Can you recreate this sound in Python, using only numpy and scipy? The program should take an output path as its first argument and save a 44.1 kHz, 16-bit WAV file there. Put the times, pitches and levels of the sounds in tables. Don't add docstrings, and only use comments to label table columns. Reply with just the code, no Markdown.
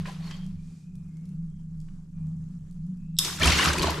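import sys
import numpy as np
from scipy import signal
from scipy.fft import rfft, irfft, next_fast_len
from scipy.io import wavfile
from scipy.ndimage import uniform_filter1d, map_coordinates

SR = 44100
rng = np.random.default_rng(int(sys.argv[2]) if len(sys.argv) > 2 else 0)


def how_loud(loudness_db):
    steps = np.asarray(loudness_db, float) / 20
    return 10 ** steps


def dump(signal):
    limited = np.clip(np.atleast_2d(signal).T, -1, 1)
    pcm = np.round(limited * 32767).astype(np.int16)
    wavfile.write(sys.argv[1], SR, pcm)


N = 176400

# f/Hz, width/Hz, level/dB
ROOM_MODES = [(19.4, 3.5, -2.5), (52.2, 13, -23), (102, 35, -19), (131, 9, -12), (145, 11, -16.5),
              (200, 18, -14), (250.4, 11, -16), (284.3, 9, -17.5), (382, 4.6, -16.5)]
HUM_DB, HUM_FOLLOWS = -6, 0.21
# t/s, level/dB
DRONE_STRENGTH = [(0, -31.5), (.12, -39), (.3, -39.5), (.55, -34), (.8, -48.5), (1, -38.5), (1.13, -46.5),
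                  (1.28, -37.5), (1.5, -41), (1.63, -40), (2.12, -42.5), (2.28, -33), (2.7, -44),
                  (2.9, -36), (3.3, -40), (4, -36)]
# f/Hz, level/dB
DRONE_LINES = [(159, -1), (182.5, -6), (87.8, -14.5), (236, -22)]
DRIFT_RAD, SWAY_DB = 0.84, 4
# f/Hz, density/dB per Hz
AIR_SPECTRUM = [(160, -32), (280, -8), (700, -23.5), (1230, -22.5), (2280, -30.5), (3900, -32), (7200, -27),
                (15500, -46.5)]
AIR_DB = -69
# f/Hz, correlation/1
WATER_ALIKE = [(60, 1), (380, 0.93), (2380, 0.64), (10000, 0.81), (14000, 0.17)]
# f/Hz, correlation/1
ROOM_ALIKE = [(70, 1), (130, 0.95), (300, 0.87), (900, 0.36)]
# t/s, length/s, f/Hz, glide/Hz per s, level/dB
SQUEAKS = [(0.085, .065, 1030, 0, -51), (.08, .05, 1650, 0, -55), (.064, .02, 2430, 0, -52),
           (0.26, 0.064, 4330, 0, -55), (0.335, 0.05, 3170, 2000, -52), (.34, .1, 1100, 0, -61),
           (.33, .09, 2040, 0, -61), (.34, .1, 4460, 0, -61), (.42, .12, 3200, 0, -64),
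           (.65, .3, 2400, 0, -78), (.92, .48, 2480, 60, -79), (1.19, 0.28, 2170, 200, -78),
           (1.29, .14, 2670, 0, -81), (1.57, .13, 3180, 0, -82), (2.208, 0.14, 2420, 300, -80),
           (3.08, 0.22, 2620, 1200, -77)]
# t/s, length/s, f/Hz, level/dB
RUBS = [
    (0.736, 0.28, 6200, -69),
    (1.917, 0.22, 6460, -75),
    (1.95, 0.19, 1050, -74.5),
    (2.251, 0.21, 902, -73.5),
    (3.12, .12, 3800, -83),
]
SQUEAK_WIDTH, RUB_WIDTH = 0.065, 0.8

# t/s, level/dB
RUNOFF_LEVEL = [
    (0, -49.5),
    (.04, -56),
    (.075, -44.5),
    (.19, -56),
    (.29, -48.5),
    (.42, -60),
    (.58, -72),
    (.8, -75),
]
# f/Hz, density/dB per Hz
RUNOFF_SPECTRUM = [(180, -24), (300, -14.5), (366, -14), (4350, -17), (12300, -33.5), (15500, -44.5)]
# f/Hz, width/Hz, level/dB
CAVITY_MODES = [(380, 68, 2.5), (1050, 81, 1.5), (2000, 280, -12.5), (3130, 77, -26.5), (4700, 130, -24.5)]
# t/s, peak level/dB, centre f/Hz
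DROPS = [(0.055, -30, 1730), (0.06, -36, 2500), (0.309, -28.5, 3180), (1.884, -51, 2170),
         (3.397, -25, 6340), (3.429, -19, 6700), (3.443, -12.5, 4400), (3.456, -14.5, 7370),
         (3.471, -8.5, 5000), (3.502, -11, 4000), (3.519, -15.5, 4640), (3.571, -17, 4700),
         (3.64, -21, 8000), (3.657, -15, 5000), (3.731, -16, 5850), (3.781, -21, 6800), (3.8215, -21, 6900),
         (3.829, -13, 4160), (3.87, -17.5, 2780), (3.903, -26.5, 9000)]
DROP_T60_S, DROP_RISE_S = 0.024, 0.0025
# t/s, peak level/dB
TICKS = [(0.4446, -54), (0.4638, -49), (0.9542, -51.5), (1.1694, -53.5), (1.255, -53.5), (1.2908, -54.5),
         (1.8023, -50), (1.8142, -53), (2.269, -59), (2.487, -61.5), (2.711, -53), (2.726, -56),
         (2.8664, -59.5), (2.9716, -59)]
TICK_T60_S, TEAR_RISE_S = 0.015, 0.00015

# start t/s, end t/s, f/Hz, level/dB
PINHOLE = (3.155, 3.187, 7800, -45)
# t/s, f/Hz, level/dB, life/cycles
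WHIP = [
    (3.1677, 3600, -30, 9),
    (3.1677, 5000, -33, 12),
    (3.1785, 3500, -27, 10),
    (3.1785, 5000, -31, 12),
    (3.1892, 3400, 2, 10),
    (3.1892, 4900, -2, 13),
    (3.189, 7750, -6, 20),
    (3.188, 10100, -10, 26),
]
# t/s, peak level/dB, centre f/Hz, t60/s
TEAR = [
    (3.187, -10, 7450, 0.011),
    (3.191, -20, 7500, 0.019),
    (3.2488, -22.5, 5200, 0.033),
]
# t/s, level/dB
SPRAY_LEVEL = [
    (3.195, -43.5),
    (3.23, -38),
    (3.26, -31),
    (3.35, -38.5),
    (3.41, -39),
]
# f/Hz, density/dB per Hz
SPRAY_SPECTRUM = [(180, -16), (300, 5.5), (632, -9.5), (972, 1), (1880, -1.5), (7200, -5), (12200, -25.5),
                  (15700, -20)]

# t/s, splash level/dB, push on the tub level/dB
FALL_LEVELS = [
    (3.4, -35, -32.5),
    (3.46, -24.5, -22.5),
    (3.52, -25.5, -22.5),
    (3.6, -25.5, -34),
    (3.68, -26.5, -24),
    (3.78, -30.5, -35),
    (3.845, -31, -30.5),
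    (3.9, -32, -36.5),
    (4, -40.5, -54),
]
# f/Hz, density/dB per Hz
SPLASH_SPECTRUM = [(180, -35), (300, 2), (700, -12.5), (1000, -3), (4490, -6.5), (12300, -24.5),
                   (14300, -36), (15500, -56.5)]
DULL_HZ, FOAM_HZ = 3000, 9000
# f/Hz, width/Hz, level/dB
TUB_MODES = [(71, 20.3, -5.5), (162, 13.6, -1.5), (203, 38, -15), (242, 11, -5.5), (276, 5.4, -7),
             (383, 11, -15.5), (560, 58, -19)]
# t/s, f/Hz, level/dB
BUBBLES = [(3.405, 1230, -17), (3.413, 1700, -10), (3.42, 2217, -7), (3.431, 3370, -12),
           (3.432, 3000, -3.5), (3.448, 2290, -9.5), (3.476, 2570, -7.5), (3.499, 3220, -18),
           (3.51, 1255, -15), (3.519, 2000, -10), (3.521, 4210, -9.5), (3.543, 2690, -11),
           (3.569, 4320, -24), (3.583, 1477, -13.5), (3.586, 2720, -9.5), (3.588, 2094, -8),
           (3.593, 1600, -9), (3.594, 990, -9), (3.601, 2730, -10.5), (3.61, 1355, -15),
           (3.629, 1826, -11.5), (3.647, 1450, -9.5), (3.655, 1200, -10), (3.668, 1074, -12.5),
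           (3.674, 1700, -15), (3.753, 896, -16), (3.782, 2360, -16.5), (3.794, 4300, -13),
           (3.81, 2940, -20), (3.824, 3900, -17), (3.83, 2780, -20), (3.838, 995, -8.5),
           (3.845, 995, -14.5), (3.84, 384, -17), (3.84, 615, -14.5), (3.869, 832, -13.5), (3.74, 560, -21),
           (3.88, 631, -13), (3.895, 922, -13)]
RISE, LIFE_S = 0.13, 0.0087
# t/s, f/Hz, level/dB
GULPS = [
    (3.451, 71.5, -17.5),
    (3.5, 72.1, -18.5),
    (3.661, 72.3, -23.5),
    (3.84, 76.4, -23),
]
GULP_S = 0.027
PUFF_S, PUFF_DB, PUFF_HZ = 3.8, -19.5, 49

# f/Hz, t60/s
ROOM_DECAY = [(200, 0.084), (2000, 0.43), (10000, 0.63)]
ROOM_DB = -2
MIC_HZ, PORT_HZ, PORT_GAIN, TOP_HZ = 12900, 12430, 0.48, 15800
TOP_LEFT_DB, BASS_LEFT_DB = 6.5, -1.5


def unit(x):
    return x / np.sqrt(np.mean(x ** 2) + 1e-20)


def along(points, hz):
    f, v = np.transpose(points)
    return np.interp(np.log(hz + 1), np.log(f + 1), v)


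def colour(points):
    return lambda hz: how_loud(along(points, hz))


def curves(rows):
    s, *columns = np.transpose(rows)
    t = np.arange(N) / SR
    gains = []
    for db in columns:
        after_db = -140 if s[-1] < 3.9 else db[-1]
        gains.append(uniform_filter1d(how_loud(np.interp(t, s, db, -140, after_db)), size=180))
    return gains


def wobble(rate):
    knots = rng.standard_normal(int(N * 60 / SR) + 4)
    return map_coordinates(knots, [np.minimum(rate, 60) * np.arange(N) / SR])


def filtered(x, response):
    m = next_fast_len(N + SR // 2)
    return irfft(rfft(x, m) * response(np.fft.rfftfreq(m, 1 / SR)), m)[..., :N]


def modes(table):
    def response(f):
        total = 0
        for k, (centre, width, db) in enumerate(table):
            loss = 1j * f * width
            total = total + (-1) ** k * how_loud(db) * loss / (centre * centre - f * f + loss)
        return total
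    return response


def rush(gain, alike, patchy_db):
    z = signal.stft(rng.standard_normal((2, N)), nperseg=256)[2]
    field = uniform_filter1d(rng.standard_normal(z.shape[1:]), size=5, axis=0)
    field = uniform_filter1d(field, size=3, axis=1)
    pair = signal.istft(z * how_loud(patchy_db * unit(field)), nperseg=256)[1][:, :N]

    def mid_side(hz):
        turn = np.arccos(np.clip(along(alike, hz), -1, 1)) / 2
        return gain(hz) * [np.cos(turn), np.sin(turn)]
    mid, side = filtered(pair, mid_side)
    return unit(np.array([mid + side, mid - side]))


def ring(s, hz, db, cycles, pan_db):
    t = np.arange(2200) / SR
    u = t * (hz / cycles)[:, None]
    swell = 22 * u * u * np.exp(-6.5 * u)
    wave = how_loud(db)[:, None] * swell * np.sin(2 * np.pi * cycles[:, None] * (u + RISE * u * u / 2))
    at = (np.round(s * SR).astype(int)[:, None] + np.arange(len(t))).ravel()
    sides = [(wave * how_loud(side * pan_db)[:, None]).ravel() for side in (.5, -.5)]
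    return np.array([np.bincount(at, side, N + SR)[:N] for side in sides])


def swarm(t0, t1, count, centre_hz, spread, cycles, size_db):
    r, e = rng.standard_normal((count, 2)), rng.random((count, 2))
    s = t0 + (t1 - t0) * e[:, 0]
    hz = np.clip(centre_hz * np.exp(spread * r[:, 0]), 300, 14000)
    db = -size_db * np.log(e[:, 1] + 0.02)
    x = ring(s, hz, db, np.full(count, 1. * cycles), 1.5 + 3 * r[:, 1])
    return unit(x) * np.sqrt((t1 - t0) * SR / N)


def bursts(rows):
    out, t = np.zeros((2, N + SR)), np.arange(2000) / SR
    for s, db, hz, t60, rise in rows:
        band = [hz * .5 / SR * 2, min(hz * 1.443, 12500) / SR * 2]
        b, a = signal.butter(2, band, "band")
        n = rng.standard_normal((3, len(t)))
        burst = unit(signal.lfilter(b, a, n[0] + 0.24 * n[1:]))
        envelope = how_loud(db - 0.5 - 60 * t / t60) * (1 - np.exp(-t / rise))
        out[:, round(s * SR):][:, :len(t)] += envelope * burst
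    return out[:, :N]


def room_tone():
    t, (strength,) = np.arange(N) / SR, curves(DRONE_STRENGTH)

    def hum_gain(f):
        power = sum(abs(modes([m])(f)) ** 2 for m in ROOM_MODES)
        return power ** 0.8 / (1 + (f / 260) ** 4)
    swell = strength ** HUM_FOLLOWS * strength.mean() ** (1 - HUM_FOLLOWS)
    hum = how_loud(HUM_DB) * swell * rush(hum_gain, ROOM_ALIKE, patchy_db=-2)
    drone = np.zeros(N)
    for hz, db in DRONE_LINES:
        level = np.sqrt(2) * how_loud(db + SWAY_DB * wobble(11))
        drone += strength * level * np.sin(2 * np.pi * hz * t + DRIFT_RAD * wobble(17))
    stir_db = 1.02 * sum(np.exp(-((t - s) / 0.085) ** 2) for s, _ in TICKS)
    air_level = how_loud(AIR_DB + wobble(3) + wobble(25) + stir_db)
    return hum + drone + air_level * rush(colour(AIR_SPECTRUM), ROOM_ALIKE, patchy_db=2.5)


def runoff():
    level, = curves(RUNOFF_LEVEL)
    gain = lambda f: colour(RUNOFF_SPECTRUM)(f) * (1.44 + abs(modes(CAVITY_MODES)(f)) ** 2)
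    hiss = how_loud(-1.0) * rush(gain, WATER_ALIKE, patchy_db=1.0)
    drips = swarm(0, 0.94, count=500, centre_hz=2500, spread=0.68, cycles=9.7, size_db=4.0)
    return level * (hiss + how_loud(-7) * drips)


def drops():
    return bursts([(*row, DROP_T60_S, DROP_RISE_S) for row in DROPS])


def squeak(s, length, hz, glide, db, width):
    t = np.arange(int(.8 * SR)) / SR - .4
    n = rng.standard_normal((3, len(t))) + 1j * rng.standard_normal((3, len(t)))
    slow = signal.lfilter(*signal.butter(2, width * hz / SR), n[0] + .6 * n[1:])
    carrier = np.exp(2j * np.pi * (hz + glide * t / 2) * t)
    wave = unit((slow * carrier).real) * how_loud(db) * np.exp(-(t / (length / 2)) ** 4)
    out = np.zeros((2, N + 2 * SR))
    out[:, SR + round((s + t[0]) * SR):][:, :len(t)] = wave
    return out[:, SR:SR + N]


def rubber_friction():
    squeaks = sum(squeak(*row, SQUEAK_WIDTH) for row in SQUEAKS)
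    return squeaks + sum(squeak(s, length, hz, 0, db, RUB_WIDTH) for s, length, hz, db in RUBS)


def skin_ticks():
    return bursts([(s, db - 4.0, 7000, TICK_T60_S, TEAR_RISE_S) for s, db in TICKS])


def pinhole_whistle():
    t = np.arange(N) / SR
    start, end, hz, db = PINHOLE
    level = how_loud(db - 900 * abs(end - t)) * ((t > start) & (t < end))
    return level * np.sin(2 * np.pi * hz * t)


def skin_whip():
    return ring(*np.transpose(WHIP), np.full(len(WHIP), .5))


def skin_tear():
    return bursts([(*row, TEAR_RISE_S) for row in TEAR])


def spray():
    level, = curves(SPRAY_LEVEL)
    mist = how_loud(-2.0) * rush(colour(SPRAY_SPECTRUM), WATER_ALIKE, patchy_db=3.5)
    droplets = swarm(3.19, 3.41, count=300, centre_hz=5800, spread=0.44, cycles=7.8, size_db=0.5)
    return level * (mist + how_loud(-9.5) * droplets)


def splash():
    level, push = curves(FALL_LEVELS)
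    thin = np.clip((np.arange(N) / SR - 3.7) / 0.1, 0, 1)

    def thin_gain(f):
        return colour(SPLASH_SPECTRUM)(f) * (1.0 + abs(modes(CAVITY_MODES)(f))) / (1 + f / DULL_HZ)
    hiss = (1 - thin) * rush(colour(SPLASH_SPECTRUM), WATER_ALIKE, patchy_db=2.5)
    hiss = hiss + thin * rush(thin_gain, WATER_ALIKE, patchy_db=-3)
    hiss = how_loud(1.33 * wobble(45) + 1.1 * wobble(18)) * hiss * how_loud([[.7], [-.7]])
    large = swarm(3.4, 4, count=400, centre_hz=1700, spread=.6, cycles=16.3, size_db=4.0)
    small = swarm(3.4, 4, count=700, centre_hz=5000, spread=0.44, cycles=2.15, size_db=5.5)
    foam = filtered(how_loud(-7) * large + how_loud(-7.5) * small, lambda f: 1 / (1 + (f / FOAM_HZ) ** 4))
    drumming = how_loud(-4.0 + 2.1 * wobble(22)) * push
    tub = drumming * rush(modes(TUB_MODES), ROOM_ALIKE, patchy_db=-0.5) * how_loud([[-1.2], [1.2]])
    return level * (hiss + foam) + tub


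def bubbles():
    s, hz, db = np.transpose(BUBBLES)
    return ring(s, hz, db, LIFE_S * hz + 3, 1.0 + 0 * s)


def gulps():
    out = np.zeros(N)
    for s, hz, db in GULPS:
        t = np.maximum(np.arange(N) / SR - s, 0)
        out += how_loud(db) * np.e * t / GULP_S * np.exp(-t / GULP_S) * np.sin(2 * np.pi * hz * t)
    return out


def collapse_puff():
    u = np.maximum(np.arange(N) / SR - PUFF_S, 0) * PUFF_HZ * 2 * np.pi
    return how_loud(PUFF_DB) * 3 * u * (1 - u / 2) * np.exp(-u)


def room(x):
    hz, t, z = signal.stft(rng.standard_normal((2, SR // 2)), SR, nperseg=256)
    decay = how_loud(-60 * t / along(ROOM_DECAY, hz)[:, None])
    tail = signal.istft(z * decay, SR, nperseg=256)[1]
    late = np.pad(x, (150, 0))[None]
    return signal.fftconvolve(late, tail / np.linalg.norm(tail[0]), axes=1)[:, :N]


def scene():
    near = drops() + skin_ticks() + pinhole_whistle() + skin_whip() + skin_tear()
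    near = near + bubbles() + collapse_puff()
    water = runoff() + spray() + splash() + gulps()
    return near + how_loud(ROOM_DB) * room(near.mean(axis=0)) + water + room_tone() + rubber_friction()


def band_limit(x):
    return signal.sosfilt(signal.butter(12, 15800, fs=SR, output="sos"), x)


def record(dry):
    def mic(f):
        top_db = 2 * TOP_LEFT_DB / (1 + (PORT_HZ / (f + 1)) ** 8)
        bass_db = 2 * BASS_LEFT_DB / (1 + (f / 90) ** 8)
        lean = how_loud(np.outer([.5, -.5], top_db + bass_db))
        port = 1 + PORT_GAIN * np.exp(-((f - PORT_HZ) / 500) ** 2)
        return lean * (f < TOP_HZ) * port / np.sqrt(1 + (f / MIC_HZ) ** 14)
    return band_limit(filtered(dry, mic))


dry = scene()
out = record(dry)
dump(out)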